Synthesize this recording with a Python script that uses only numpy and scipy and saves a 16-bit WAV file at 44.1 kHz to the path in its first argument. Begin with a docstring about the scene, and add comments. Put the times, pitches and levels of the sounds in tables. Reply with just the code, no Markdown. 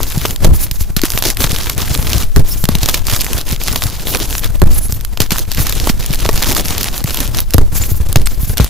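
"""A quiet room, where two hands snap and crush blocks of soft chalk right at a pair of microphones.
Cracks are short bursts of noise with a brief ring, over a bed of crumbling grains. Powder hisses
under the skin, sliding chalk faces squeak, and loose pieces knock together. The grip and the breaks
shake the microphones, and the biggest jolts overload the recorder."""
import sys
import numpy as np
from scipy import signal
from scipy.fft import rfft, irfft, next_fast_len
from scipy.io import wavfile

SR = 44100
rng = np.random.default_rng(int(sys.argv[2]) if len(sys.argv) > 2 else 0)


def to_wav(sig):
    """Store sig (one row per channel, or 1-D mono) as 16-bit WAV at the path in sys.argv[1].

    Samples outside -1..1 are clipped; the rate is SR.
    """
    pcm = np.clip(np.atleast_2d(sig), -1, 1) * 32767
    pcm = np.round(pcm).astype(np.int16)
    wavfile.write(sys.argv[1], SR, pcm.T)  # frames by channels


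N = 383229


def from_db(db):
    return 10 ** (np.asarray(db) / 20)


def at_hz(points, hz):
    points_hz, values = np.transpose(points)
    return np.interp(np.log(hz), np.log(points_hz), values)


def pan_gains(pan_db):
    """Left and right gains; positive leans left."""
    return from_db([[pan_db / 2], [-pan_db / 2]])


def add_at(track, start_s, sound):
    start = int(start_s * SR)
    track[..., start:start + sound.shape[-1]] += sound[..., :N - start]


def damped_sine(hz, level_db, t60_s):
    t = np.arange(int(t60_s * SR)) / SR
    return from_db(level_db - 60 * t / t60_s) * np.sin(2 * np.pi * hz * t)


def drift(rate_hz):
    """A slow random wander of spread 1: low-passed noise, drawn at every 40th sample."""
    pole = np.exp(-2 * np.pi * rate_hz * 40 / SR)
    slow = signal.lfilter([1], [1, -2 * pole, pole * pole], rng.standard_normal(N // 40 + 2002))[2000:]
    slow /= np.sqrt(np.mean(slow ** 2))
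    return np.interp(np.arange(N) / 40, np.arange(len(slow)), slow)


def gestures(rows, rise_db_per_s, fall_db_per_s, rest_db):
    """A fader ride in dB: each move swells in, holds and ebbs to rest; the loudest wins."""
    t, level_db = np.arange(N) / SR, np.full(N, float(rest_db))
    for start_s, hold_s, hold_db in rows:
        edge_db = np.maximum(rise_db_per_s * (start_s - t), fall_db_per_s * (t - start_s - hold_s))
        level_db = np.maximum(level_db, hold_db - np.maximum(edge_db, 0))
    return level_db


# Stereo image, how alike the two microphones sound: frequency_hz, likeness (0 wide, 1 mono)
STEREO_LIKENESS = [(60, 0.15), (150, 0.42), (380, 0.4), (950, 0.82), (2380, 0.97), (5980, 0.76),
                   (15000, 0.49)]
def noise(colour, centres_hz=None):
    """Coloured stereo noise of rms 1, whole or split into bands around log-spaced centres."""
    size = next_fast_len(N)
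    hz = np.arange(1, size // 2 + 2) * SR / size
    mid, side = rfft(rng.standard_normal((2, size)))
    alike = np.clip(at_hz(STEREO_LIKENESS, hz), 0, 1)
    pair = np.sqrt(1 + alike) * mid + np.sqrt(1 - alike) * side * [[1], [-1]]
    pair *= from_db(at_hz(colour, hz))
    pair *= np.sqrt(size / np.mean(abs(pair) ** 2))
    if centres_hz is None:
        return irfft(pair, size)[:, :N]
    shares = [np.interp(np.log(hz), np.log(centres_hz), band) for band in np.eye(len(centres_hz))]
    return np.array([irfft(pair * share, size)[:, :N] for share in shares])


# Fader ride of the handling noise: time_s, sway_db, rumble_db
GRIP_LEVELS = [(0.0, -13.5, -22), (0.26, -25, -24.5), (0.51, -4.5, -17.5), (0.67, -27, -25),
               (0.77, -16, -27), (2.13, -20, -20), (2.44, -2, -26), (2.52, -14.5, -21.5), (4.31, -22, -27),
               (4.69, -9, -17), (4.89, -18.5, -26.5), (6.32, -12, -20.5), (6.73, -21, -26.5),
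               (7.48, -16.5, -22.5), (7.65, -11, -34), (7.74, -17, -15), (8.25, -11, -27), (8.69, -26, -19)]
# Tone of the slow sway: frequency_hz, relative_db
SWAY_COLOUR = [(1, 10.5), (3, 23), (15, 16.5), (30, 16), (50, 11.5), (100, -47.5)]
# Tone of the quick rumble: frequency_hz, relative_db
RUMBLE_COLOUR = [(25, -5.5), (50, 0), (100, -5), (200, -19), (400, -25.5), (1000, -34.5), (3000, -41)]
def grip(crumble_db):
    """The grip shakes the microphones: a deep sway, and a lumpy rumble that lifts with each squeeze."""
    times_s, *faders_db = np.transpose(GRIP_LEVELS)
    sway_db, rumble_db = [np.interp(np.arange(N) / SR, times_s, fader) for fader in faders_db]
    rumble_db += 0.12 * (crumble_db - crumble_db.mean())
    sway = from_db(sway_db) * noise(SWAY_COLOUR)
    rumble = from_db(rumble_db + 5.1 * drift(rate_hz=31)) * noise(RUMBLE_COLOUR)
    return sway + rumble


# Low thumps on the microphones: start_s, level_db, pitch_hz
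JOLTS = [(0.174, 0.5, 131), (.486, 5, 118), (.715, -7.5, 90.5), (0.811, -1.5, 59.7), (.512, 15.5, 72),
         (.968, -1.5, 176), (1.037, 3.5, 274), (1.264, -4.5, 357), (1.444, -2.5, 135), (1.53, -4, 162),
         (2.363, 15.5, 122), (2.389, 5, 98), (2.639, 3, 133), (2.69, 4.5, 220), (2.754, -1.5, 182),
         (2.831, -4.5, 107), (3.527, -4, 117), (3.856, -2.5, 105), (4.625, 15, 100), (4.927, -3, 96),
         (5.205, 1.5, 136), (5.32, -2, 156), (5.582, -1.5, 126), (5.601, 2.5, 113), (5.873, -5.5, 280),
         (5.898, 1, 177), (6.104, -1.5, 152), (7.045, -1, 128), (7.544, 7, 99), (7.584, 9.5, 106),
         (7.624, 3.5, 94), (7.918, 2, 100), (8.003, 1, 68), (8.161, 4.5, 122.5), (8.432, -3.5, 104),
         (8.6, 15, 218), (8.615, -2, 100)]
def jolts(decay_cycles=5.17):
    """Each jolt reaches the microphones as a damped swing, tuned a little differently on each side."""
    out = np.zeros((2, N))
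    for start_s, level_db, pitch_hz in JOLTS:
        polarity = np.sign(rng.standard_normal())
        for channel, detune in zip(out, rng.normal(1, 0.16, 2)):
            thump = damped_sine(pitch_hz * detune, level_db, decay_cycles / pitch_hz)
            add_at(channel, start_s, polarity * thump)
    return out


# Strokes of skin or chalk across powder: start_s, hold_s, level_db
RUBS = [(.2, 0.14, -27), (.555, 0.01, -18), (.61, 0.031, -15.5), (.74, 0.019, -26), (.81, 0.012, -19.5),
        (1.1, 0.09, -23), (2.0, 0.24, -25), (2.49, .05, -21), (2.58, 0.06, -24), (3.08, 0.083, -21.5),
        (3.82, 0.045, -21), (4.08, 0.067, -17.5), (4.3, 0.097, -21), (4.715, 0.069, -22),
        (4.82, 0.037, -29), (4.915, 0.048, -27), (5.59, 0.043, -17), (6.57, 0.033, -19),
        (6.96, 0.027, -20.5), (7.046, 0.0092, -30), (7.755, 0.028, -16.5), (7.815, 0.052, -21.5),
        (7.905, 0.016, -19.5), (7.965, 0.0096, -22.5), (8.04, .08, -45), (8.28, 0.074, -29.5),
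        (8.415, .035, -22.5), (8.48, 0.043, -23)]
# Tone of the powder hiss: frequency_hz, relative_db
POWDER_COLOUR = [(3000, -12.5), (7000, -3.5), (8800, -10), (10800, 1), (13000, -0.5), (14800, -0.5),
                 (15600, 0.5)]
def rubbing(crumble_db):
    """Powder hisses between skin and chalk in wandering patches of treble."""
    rub_db = gestures(RUBS, rise_db_per_s=616, fall_db_per_s=700, rest_db=-43)
    powder_db = np.maximum(rub_db, crumble_db - 1.5)   # every squeeze brings hiss too
    centres_hz = np.geomspace(8000, 15000, 6)
    patches = np.array([from_db(powder_db + 3 * drift(rate_hz=25)) for _ in centres_hz])
    return np.sum(patches[:, None] * noise(POWDER_COLOUR, centres_hz), axis=0)


# Thin, high squeaks: start_s, length_s, pitch_hz, level_db, phase_jitter_rad
SQUEAKS = [(4.74, 0.016, 11060, -18, .25), (4.773, 0.023, 11400, -11.5, 0.45),
           (4.804, 0.083, 10900, -20.5, 0.21), (4.843, 0.042, 6600, -37, .07),
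           (7.817, 0.016, 7117, -13.5, .03), (8.256, 0.012, 8260, -14, 0.14),
           (2.505, 0.037, 5310, -21, 0.14)]
def squeaks():
    """Two chalk faces slide and sing; the unsteady slip roughens the tone."""
    out = np.zeros(N)
    for start_s, length_s, pitch_hz, level_db, phase_jitter_rad in SQUEAKS:
        t = np.arange(int(length_s * SR)) / SR
        wobble = phase_jitter_rad * np.cumsum(rng.standard_normal(4000))[:len(t)]
        swell = from_db(level_db) * np.sin(np.pi * t / length_s)
        add_at(out, start_s, swell * np.sin(2 * np.pi * pitch_hz * t + wobble))
    return out


# Pieces of chalk knocking together: start_s, level_db
KNOCKS = [(.004, -26), (0.2527, -20.5), (.446, -13.5), (1.036, -21), (2.365, -12), (2.689, -23.5),
          (4.6188, -19), (5.203, -17), (5.873, -22), (6.255, -25), (6.291, -13), (7.582, -9),
          (8.159, -12.5), (8.599, -22)]
# The dry ring of a block: pitch_hz, gain_db, t60_s
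BLOCK_MODES = [(447, 7.5, 0.025), (617, 13.5, 0.015), (900, 14.5, 0.013), (1103, 10, 0.017),
               (1910, -4, 0.041)]
def knocks(spread_db=1.9):
    """Every knock strikes the modes of the block, each with a strength of its own."""
    out = np.zeros(N)
    for start_s, level_db in KNOCKS:
        for pitch_hz, gain_db, t60_s in BLOCK_MODES:
            strike_db = rng.normal(level_db + gain_db, spread_db)
            add_at(out, start_s, damped_sine(pitch_hz, strike_db, t60_s))
    return out


# Whole blocks snapping, the weight under the big breaks: start_s, throw_db, sway_hz, rattle_db, t60_s
SNAPS = [(.446, 9, 14.2, 6, 0.4), (2.364, 7.5, 12, 6, 0.35), (4.619, 10, 10.3, 7, 0.43),
         (7.545, 6, 85, 3, 0.086), (7.583, 9.5, 14.5, 6.5, 0.28), (8.161, 8, 7.9, -1, 0.38),
         (8.601, 2.5, 51, 0, 0.15)]
# Tone of the rattle: frequency_hz, relative_db
RATTLE_COLOUR = [(30, -4.5), (70, 13), (160, -4.5), (400, -12.5), (1200, -29.5), (3000, -39.5)]
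def snaps(recoil_s=0.0016):
    """A block gives way and throws the microphones: a quick recoil, then a dying sway and rattle."""
    out, rattle_noise = np.zeros((2, N)), noise(RATTLE_COLOUR)
    for start_s, throw_db, sway_hz, rattle_db, t60_s in SNAPS:
        start = int(start_s * SR)
        t = np.arange(min(int(t60_s * SR), N - start)) / SR
        recoil = 1 - np.exp(-t / recoil_s)
        detune = rng.normal(1, 0.14, (2, 1))
        sway = from_db(throw_db) * np.sin(np.pi * recoil + 2 * np.pi * sway_hz * detune * t)
        rattle = recoil * from_db(rattle_db - 45 * t / t60_s) * rattle_noise[:, start:start + len(t)]
        add_at(out, start_s, (rattle - sway) * from_db(-60 * t / t60_s))
    return out


# Squeezes of the fist, each a crunch of its own: start_s, hold_s, level_db
SQUEEZES = [(0, .04, -26), (.07, 0.24, -27.5), (.452, 0.0096, -19.5), (.58, 0.1, -35.5),
            (.81, 0.014, -33.5), (.978, 0.016, -33), (1.045, 0.016, -21.5), (1.11, 0.18, -32),
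            (1.255, 0.046, -16.5), (1.405, 0.038, -14.5), (1.47, 0.25, -25.5), (1.79, 0.036, -24),
            (1.86, 0.16, -25.5), (2.05, 0.18, -25), (2.378, 0.0065, -25), (2.46, 0.11, -36),
            (2.7, 0.03, -31), (2.765, 0.017, -33), (2.82, 0.0094, -22), (2.88, 0.1, -24),
            (3.07, 0.14, -23.5), (3.24, 0.16, -25), (3.47, 0.068, -24), (3.61, 0.18, -24.5),
            (3.81, 0.08, -26), (3.9, 0.17, -32), (4.075, 0.18, -24), (4.28, 0.082, -28.5),
            (4.435, 0.026, -24.5), (4.71, 0.054, -31), (4.82, 0.13, -46.5), (5.215, 0.028, -26.5),
            (5.325, 0.095, -26.5), (5.51, .06, -30.5), (5.58, 0.033, -20), (5.65, .19, -26.5),
            (5.85, 0.051, -22), (6.0, 0.12, -30), (6.13, 0.015, -23), (6.19, 0.13, -29), (6.34, 0.17, -24),
            (6.47, 0.05, -18), (6.565, 0.036, -17.5), (6.655, .09, -22), (6.77, 0.11, -24.5),
            (6.93, 0.062, -25.5), (7.07, 0.18, -24), (7.345, 0.06, -24.5), (7.535, 0.074, -31.5),
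            (7.75, 0.036, -37), (7.815, 0.021, -30.5), (7.9, 0.023, -42), (8.09, 0.043, -42),
            (8.173, .015, -25), (8.27, 0.076, -39), (8.42, 0.11, -42), (8.585, 0.079, -30.5)]
def squeezing():
    """The level of the crumbling in dB, rising and falling as the fist works the chalk."""
    return gestures(SQUEEZES, rise_db_per_s=694, fall_db_per_s=494, rest_db=-49)


def grains(crumble_db, grains_per_s=130, lift_db=10.5, spread_db=4.5, width_octaves=1.19):
    """Grains break at random, louder under a squeeze: one burst for crunch() to play per grain."""
    gap, size, pitch, length, side = rng.random((4000, 5)).T
    starts_s = np.cumsum(-np.log(gap) / grains_per_s)
    accents_db = lift_db + spread_db * np.minimum(-np.log(size), 4)
    rows = zip(starts_s, accents_db, 1500 * 7 ** pitch, 0.0013 + 0.0052 * length, 8 * (side - .5))
    return [(start_s, crumble_db[int(start_s * SR)] + accent_db, pitch_hz, t60_s, pan_db, width_octaves)
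            for start_s, accent_db, pitch_hz, t60_s, pan_db in rows if start_s < N / SR]


# Tone of fracturing chalk: frequency_hz, relative_db
CRUNCH_COLOUR = [(290, 7.5), (500, 1.5), (1470, -3), (1990, -5.5), (3630, -2.5), (6830, -5), (8480, -10),
                 (13000, 0), (15500, -5.5)]
def crunch(bursts, crumble_db, dust_db=-22):
    """Over a flickering bed of tiny fractures, bursts of noise die fast and trail off as dust."""
    centres_hz = np.geomspace(500, 13000, 8)
    gates = np.zeros((8, 2, N))
    for start_s, level_db, pitch_hz, t60_s, pan_db, width_octaves in bursts:
        fall_db = 60 * np.arange(int(2 * t60_s * SR)) / (t60_s * SR)
        decay = from_db(level_db - fall_db) + from_db(level_db + dust_db - fall_db / 5)
        band_share = np.exp(-.5 * (np.log2(centres_hz / pitch_hz) / width_octaves) ** 2)
        add_at(gates, start_s, band_share[:, None, None] * pan_gains(pan_db) * decay)
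    bed_db = crumble_db + 2.5 * drift(rate_hz=46)
    bed = np.array([from_db(bed_db + 3.26 * drift(rate_hz=19)) for _ in centres_hz])
    bed[-1] = 0   # the bed is dull: its top band stays shut
    return np.sum((gates + bed[:, None]) * noise(CRUNCH_COLOUR, centres_hz), axis=0)


# The loud cracks, up front: start_s, level_db, pitch_hz, burst_t60_s
CRACKS = [(.215, -10, 11700, .003), (0.2528, -2, 1520, 0.0071), (0.2564, -6, 5100, 0.0084),
          (0.3086, -1, 10100, 0.0021), (0.3611, -10.5, 4000, 0.0062), (0.4462, 10, 3630, 0.0061),
          (.4613, -13, 5000, 0.01), (0.7124, -10, 8800, 0.015), (0.965, -6.5, 5800, 0.035),
          (1.0166, -2, 7800, 0.0048), (1.0356, -5, 2600, 0.013), (1.1032, -1, 5500, 0.003),
          (1.12, -6, 9000, 0.0034), (1.1759, -1, 3300, 0.0079), (1.1884, 4, 5840, 0.0017),
          (1.2237, 2, 5430, 0.0068), (1.2389, -1, 3700, 0.0019), (1.2528, -6, 4800, 0.011),
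          (1.3707, -4, 3900, 0.0048), (1.5096, -11, 5100, 0.0035), (1.586, -4, 4570, 0.0022),
          (1.6974, -3.5, 6040, 0.0081), (1.7792, -10, 6800, 0.0068), (2.0956, -10, 7400, 0.0038),
          (2.132, 2, 4480, 0.0044), (2.362, 4, 4140, 0.014), (2.64, 2.5, 7270, 0.0075),
          (2.654, -5.5, 4300, 0.0078), (2.6884, -4, 4120, .01), (2.7522, -2, 3800, .0092),
          (2.8311, -5, 4470, 0.016), (2.8594, 0, 3500, 0.0066), (2.887, -3, 2600, 0.027),
          (2.9428, -2, 4430, 0.015), (3.0985, -10.5, 4730, .014), (3.1351, -5, 6070, .0039),
          (3.1636, -8, 7600, 0.0083), (3.2091, -6.5, 7600, 0.0071), (3.332, -6, 5060, 0.008),
          (3.3793, -11, 6300, 0.0029), (3.413, -8, 3930, .003), (3.6764, -4, 7100, 0.0023),
          (3.682, -1, 2100, 0.0076), (3.759, -3, 3200, 0.012), (3.83, -9, 3600, 0.0042),
          (3.8377, -3, 9600, 0.004), (3.8999, -12, 6440, .0024), (4.1486, 3, 1490, 0.005),
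          (4.1575, -5, 3730, 0.0037), (4.202, -8, 6030, 0.0033), (4.3813, -7.5, 6950, 0.0063),
          (4.394, -11, 7800, .0049), (4.446, -15, 3430, 0.0053), (4.5538, -18.5, 3430, 0.003),
          (4.599, -21, 8700, .0051), (4.6176, -3.5, 2860, 0.0085), (4.907, -19, 11500, .011),
          (4.9239, -3, 10660, 0.0036), (4.947, -19, 9000, .0047), (5.0103, -14.5, 9600, .0027),
          (5.049, -10.5, 8800, 0.0087), (5.174, -10.5, 2530, 0.0063), (5.2027, 4, 3840, 0.015),
          (5.218, -6.5, 5000, 0.014), (5.3068, -6.5, 3740, 0.018), (5.3178, -9, 4600, .041),
          (5.383, -4.5, 4470, 0.0056), (5.5168, -3, 6500, 0.0047), (5.5478, -9, 10400, 0.0037),
          (5.668, -10.5, 6950, 0.019), (5.6951, -5.5, 7460, .0094), (5.7244, -7, 6100, .006),
          (5.8, -5, 4670, .0028), (5.8726, -4, 3370, 0.0087), (5.8965, -9, 2640, .024),
          (6.2542, -10, 2200, .0053), (6.2903, -5, 2630, 0.013), (6.3304, -7, 6600, 0.0016),
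          (6.359, -3, 4960, 0.0018), (6.3777, -10, 4670, 0.0041), (6.428, 2, 3200, 0.0036),
          (6.436, -3, 3800, 0.0033), (6.4442, -2, 3380, .0022), (6.4702, -10, 4000, 0.0027),
          (6.4975, -8, 3280, .008), (6.519, -8, 4200, 0.0028), (6.5267, -8, 4600, .005),
          (6.5491, -7, 6600, 0.0049), (6.566, -4, 4200, .005), (6.7065, -8, 4830, 0.0048),
          (6.8103, -6.5, 6500, 0.003), (6.843, -5, 6700, .005), (6.8858, -10, 5100, 0.0043),
          (6.979, -7, 10300, 0.003), (7.0408, -7, 8300, 0.0089), (7.145, -4, 4400, 0.006),
          (7.172, -4, 4900, 0.0046), (7.2036, -6, 9300, 0.014), (7.2768, -7, 6400, 0.0026),
          (7.349, -11, 5800, 0.003), (7.3714, -9, 6400, .0049), (7.392, 0, 3580, 0.0011),
          (7.507, -15, 10800, .0067), (7.537, -4.5, 6900, 0.0092), (7.5423, -1, 5600, 0.01),
          (7.5819, 4.5, 2920, 0.0072), (8.12, -25, 6000, .0055), (8.128, 4, 9600, 0.002),
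          (8.1584, 13, 2600, 0.008), (8.217, -15, 8000, .0034), (8.2587, -9.5, 9000, .0065),
          (8.266, -15, 6040, 0.0049), (8.271, -3.5, 2320, 0.0058), (8.5716, -8.5, 6800, 0.017),
          (8.5803, -0.5, 6240, 0.0057), (8.6004, -7, 2920, 0.039), (8.645, 0.5, 9700, 0.0037)]
def breaking_chalk(crumble_db, burst_db=3.5, width_octaves=1.93, ring_db=-2, ring_cycles=9):
    """Cracks cut through the crumbling grains: each a wide burst, as the freed fragment rings briefly."""
    bursts = grains(crumble_db)
    for start_s, level_db, pitch_hz, burst_t60_s in CRACKS:
        pan_db = rng.normal(-2.0, 3.3)
        bursts.append((start_s, level_db + burst_db, pitch_hz, burst_t60_s, pan_db, width_octaves))
    out = crunch(bursts, crumble_db)
    for (start_s, level_db, pitch_hz, _), polarity in zip(CRACKS, rng.choice([-1, 1], len(CRACKS))):
        ring = damped_sine(pitch_hz, level_db + ring_db, ring_cycles / pitch_hz)
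        add_at(out, start_s, polarity * ring)
    return out


def scene():
    """The mix: the same squeezes drive the crunch, the powder hiss and a little of the rumble."""
    crumble_db = squeezing()
    handling = (grip(crumble_db) + jolts()) * pan_gains(1.65)   # the left microphone is held harder
    return handling + breaking_chalk(crumble_db) + knocks() + rubbing(crumble_db) + squeaks() + snaps()


def record(dry, microphone_top_hz=15900, ceiling=0.93, knee=5.0, cutoff_hz=16600):
    """The recorder overloads: big swings flatten at the ceiling and mute the treble riding on them."""
    heard = signal.sosfilt(signal.cheby2(12, 20, microphone_top_hz, fs=SR, output="sos"), dry)
    flattened = heard / (1 + abs(heard / ceiling) ** knee) ** (1 / knee)
    return signal.sosfilt(signal.cheby2(12, 70, cutoff_hz, fs=SR, output="sos"), flattened)


dry = scene()
out = record(dry)
to_wav(out)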